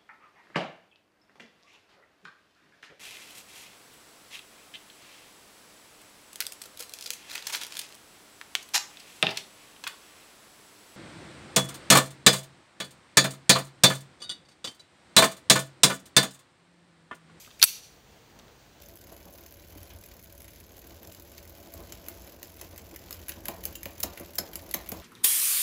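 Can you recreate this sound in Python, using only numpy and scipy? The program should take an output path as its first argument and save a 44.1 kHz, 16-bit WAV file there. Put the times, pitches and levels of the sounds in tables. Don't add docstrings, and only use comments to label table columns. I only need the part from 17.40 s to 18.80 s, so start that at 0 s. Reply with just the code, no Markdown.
import sys
import numpy as np
from scipy import signal
from scipy.fft import rfft, irfft
from scipy.io import wavfile

SR = 44100
rng = np.random.default_rng(int(sys.argv[2]) if len(sys.argv) > 2 else 0)


def dump_mix(stems):
    frames = np.atleast_2d(stems).T
    limited = np.clip(frames, -1, 1)
    pcm = np.round(limited * 32767).astype(np.int16)
    wavfile.write(sys.argv[1], SR, pcm)


def attenuation_scalar(level_db):
    decades = np.asarray(level_db, float) / 20
    return 10 ** decades


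N = 61740

# frequency in Hz, level in dB per Hz.
HISS_COLOUR = [(590, -35.5), (1000, -10), (2260, -6), (6480, -10.5), (9500, -20), (11800, -23),
               (14500, -15), (16000, -13.5)]
# frequency in Hz, level in dB.
HUM_TONES = [(52, -69), (15481, -80.5), (15734, -84)]
# frequency in Hz, level in dB per Hz.
WIND_COLOUR = [(18, -34.5), (30, 2.5), (131, -1), (390, -7), (473, -3.5), (535, -8), (748, -8), (2000, -19),
               (2600, -50), (4400, -120)]
# time in seconds, level in dB.
GUST = [
    (0.0, -61),
    (0.42, -62),
    (0.626, -60),
    (1.044, -57.5),
    (1.4, -60),
]
# start in seconds, length in seconds, start pitch in Hz, end pitch in Hz, level in dB.
CHIRPS = [
    (.122, .012, 3250, 3400, -62),
    (.137, .018, 3700, 3900, -57),
    (.167, .024, 4750, 4680, -60),
]
# start in seconds, length in seconds, start pitch in Hz, end pitch in Hz, level in dB.
HOOT = (1.078, .08, 478, 474, -56)
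# delay in seconds, level in dB.
SCATTER = [(.004, -41), (.02, -55.5), (0.044, -53.5), (.054, -49.5), (.075, -56.5), (.14, -61),
           (.19, -71.5), (.21, -66), (0.227, -69), (.25, -75), (.4, -91.5)]
# frequency in Hz, level in dB.
RETURN_COLOUR = [(800, -11), (1700, -10), (2300, -1.5), (4500, -3), (6500, 0.5), (9500, -1), (12500, 1.5),
                 (16000, -1)]
# frequency in Hz, level in dB.
EARLIER_COLOUR = [(1500, -15.5), (2500, -1.5), (4300, -3), (6200, 0.5), (9300, -5), (11500, 0.5),
                  (16000, -2)]
# start in seconds, level in dB, centre in Hz, width in Hz, length in seconds.
TICKS = [(.0480, -45, 2350, 1500, 0.0027), (0.0625, -41.5, 2480, 695, 0.0013),
         (.0740, -40.5, 1253, 149, 0.0016), (0.0744, -41.5, 1540, 150, .002),
         (.0750, -48.5, 3300, 1500, 0.0012), (0.1063, -41, 3400, 1820, .0015),
         (.1070, -47, 1230, 199.8, .003), (.1120, -41, 2430, 1500, .0015), (0.197, -32, 2330, 702, 0.0012),
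         (.1972, -33.5, 5460, 4000, .001), (0.2, -42, 2300, 300, 0.0039), (0.2167, -13.5, 3650, 900, .0008),
         (0.2192, -22, 13900, 2000, 0.0019), (.2272, 8.5, 4600, 890, 0.00071),
         (.2350, -12, 2700, 890, .0015), (.9898, -42.5, 6320, 1500, .001), (.9905, -46, 3360, 1785, 0.0023),
         (.9898, -47.5, 12820, 3480, .001), (0.9956, -44, 3160, 2500, .003), (1.081, -55, 2494, 2500, .003),
         (0.988, -47, 1100, 1200, 0.0029), (0.237, -26.5, 500, 501, 0.0013)]
# time in seconds, level in dB.
SCRAPE = [
    (.188, -76),
    (0.192, -52),
    (0.206, -51.5),
    (0.213, -48),
    (.218, -38),
    (0.225, -42.5),
    (.228, -75.5),
]
# start in seconds, level into the frame in dB, level into the slide in dB,
# bare crack in dB, contact length in seconds.
CONTACTS = [
    (.2144, -40.5, -61.5, -33, 0.0012),
    (.2172, -26.5, -47, -31.5, 0.002),
    (.2184, -20, -41.5, -22.5, .0014),
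    (.2215, -24, -48.5, -34, .0015),
    (.2272, -4, -12.5, 1, 0.0011),
    (.2300, -16.5, -20, -11.5, 0.0013),
    (.2347, -12, -33.5, -18.5, 0.0023),
    (.2387, -11.5, -3, -5.5, .0009),
    (.2420, -24, -24.5, -16.5, .0015),
    (.2447, -27, -14, -19, .0012),
]
# frequency in Hz, level in dB, 60 dB decay in seconds.
FRAME_MODES = [(1070, -17, .025), (1278, -16.5, 0.09), (1550, -20.5, 0.072), (1840, -22.5, 0.02),
               (2470, -9, 0.022), (2700, -9, 0.014), (3300, -7.5, .014), (3686, -0.5, 0.01),
               (4510, -4.5, .014), (4465, -1.5, 0.013), (5030, -1, .012), (4972, -5, 0.004),
               (5838, -8, 0.016), (6720, -15, .012)]
# frequency in Hz, level in dB, 60 dB decay in seconds.
SLIDE_MODES = [(7310, -13.5, .02), (8092, -6.5, 0.063), (8670, -8.5, .02), (10900, -13.5, .015),
               (11093, -3, 0.02), (11340, -3, 0.016), (12250, -4.5, 0.027), (13300, -8.5, 0.025),
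               (14570, -10.5, 0.021)]
# centre in Hz, width in Hz.
NOTCHES = [(5250, 160), (7750, 80)]


def rms_one(x):
    return x / np.sqrt(np.mean(x ** 2) + 1e-20)


def cut(x, hz, kind, order=2):
    return signal.sosfilt(signal.butter(order, hz, kind, fs=SR, output="sos"), x)


def coloured(points):
    hz, db = np.transpose(points)
    grid = np.maximum(np.fft.rfftfreq(N, 1 / SR), 1)
    gain = attenuation_scalar(np.interp(np.log(grid), np.log(hz), db))
    return rms_one(irfft(rfft(rng.standard_normal(N)) * gain, N))


def drift(rate_hz):
    r = np.exp(-2 * np.pi * rate_hz / SR)
    slow = signal.lfilter([1], [1, -2 * r, r * r], rng.standard_normal(N + SR))[SR:]
    return rms_one(slow - slow.mean())


def level_curve(points, outside_db=None):
    s, db = np.transpose(points)
    return np.interp(np.arange(N) / SR, s, db, left=outside_db, right=outside_db)


def recorder_hiss():
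    return attenuation_scalar(-60 + 0.4 * drift(8)) * cut(coloured(HISS_COLOUR), 900, "high")


def recorder_hum():
    t = np.arange(N) / SR
    return sum(attenuation_scalar(db) * np.sin(2 * np.pi * hz * t) for hz, db in HUM_TONES)


def wind():
    return attenuation_scalar(level_curve(GUST) + 2.0 + 0.84 * drift(15)) * coloured(WIND_COLOUR)


def far_bird():
    out = np.zeros(N)
    for s, length, start_hz, end_hz, db in CHIRPS + [HOOT]:
        n, i = int(length * SR), int(s * SR)
        phase = 2 * np.pi * np.cumsum(np.linspace(start_hz, end_hz, n)) / SR
        out[i:i + n] += attenuation_scalar(db) * np.hanning(n) * np.sin(phase)
    return out


def bank(clack):
    n = SR // 2
    t = np.arange(n) / SR
    delay, db = np.transpose(SCATTER)
    grain = coloured(RETURN_COLOUR)[:n]
    dull = cut(grain, 9000, "low")
    bright = (grain - dull) * attenuation_scalar(-60 * t / 1.1)
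    response = attenuation_scalar(np.interp(t, delay, db, left=-150)) * (dull + bright)
    earlier_length_s, shift = 0.012, int(0.082 * SR)
    earlier = attenuation_scalar(-13) * coloured(EARLIER_COLOUR) * np.exp(-np.arange(N) / SR / earlier_length_s)
    earlier_return = signal.fftconvolve(earlier, response)[shift:shift + N]
    return signal.fftconvolve(clack, response)[:N] + earlier_return


def burst(s, db, length_s):
    out, t = np.zeros(N), np.arange(600) / SR
    i = int(s * SR)
    out[i:i + len(t)] = attenuation_scalar(db) * rng.standard_normal(len(t)) * np.exp(-t / length_s)
    return out


def contacts(column):
    return sum(burst(row[0], row[column], row[4]) for row in CONTACTS)


def knocks():
    out = np.zeros(N)
    for s, db, centre_hz, width_hz, length_s in TICKS:
        r, w = np.exp(-1.5 * np.pi * width_hz / SR), 2 * np.pi * centre_hz / SR
        gain = (1 - r * r) / 2
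        stage = [gain, 0, -gain, 1, -2 * r * np.cos(w), r * r]
        level = np.sqrt(SR / (4 * width_hz))
        out += level * signal.sosfilt([stage, stage], burst(s, db, length_s))
    return out


def scrape():
    return attenuation_scalar(level_curve(SCRAPE, -150)) * cut(rng.standard_normal(N), 2200, "high")


def thud():
    hz = 606
    push = np.zeros(N)
    push[int(0.2276 * SR)] = attenuation_scalar(-21.5) * SR / (2 * np.pi * hz)
    return cut(push, hz, "low")


def ring(column, modes):
    out = np.zeros(N)
    for hz, db, t60 in modes:
        if not 7800 < hz < 8300:
            t60 = min(t60, 1 / 42)
        r, w = attenuation_scalar(-60 / (t60 * SR)), 2 * np.pi * hz / SR
        strike = attenuation_scalar(db - 15) * np.sin(w)
        out += signal.lfilter([0, strike], [1, -2 * r * np.cos(w), r * r], contacts(column))
    return out


def gun_body():
    return cut(ring(1, FRAME_MODES) + ring(2, SLIDE_MODES), 958, "high", order=3)


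def crack():
    return cut(contacts(3), 1330, "high")


def scene():
    rings = gun_body() + knocks()
    snap = crack()
    echo = bank(attenuation_scalar(-6.5) * rings + attenuation_scalar(4) * snap)
    hiss = recorder_hiss()
    gun = rings + snap + scrape() + thud()
    background = far_bird() + wind() + recorder_hum() + hiss
    return (gun + echo + background)[None]


def band_limit(x):
    return signal.sosfilt(signal.butter(12, 15620, fs=SR, output="sos"), x)


def record(dry):
    x = np.clip(cut(dry, 44, "high", order=6), -1.25, 1.25)
    for hz, width_hz in NOTCHES:
        x = signal.lfilter(*signal.iirnotch(hz, hz / width_hz, fs=SR), x)
    x = signal.sosfilt(signal.ellip(12, 0.5, 60, 15770, fs=SR, output="sos"), x)
    return band_limit(x)


dry = scene()
out = record(dry)
dump_mix(out)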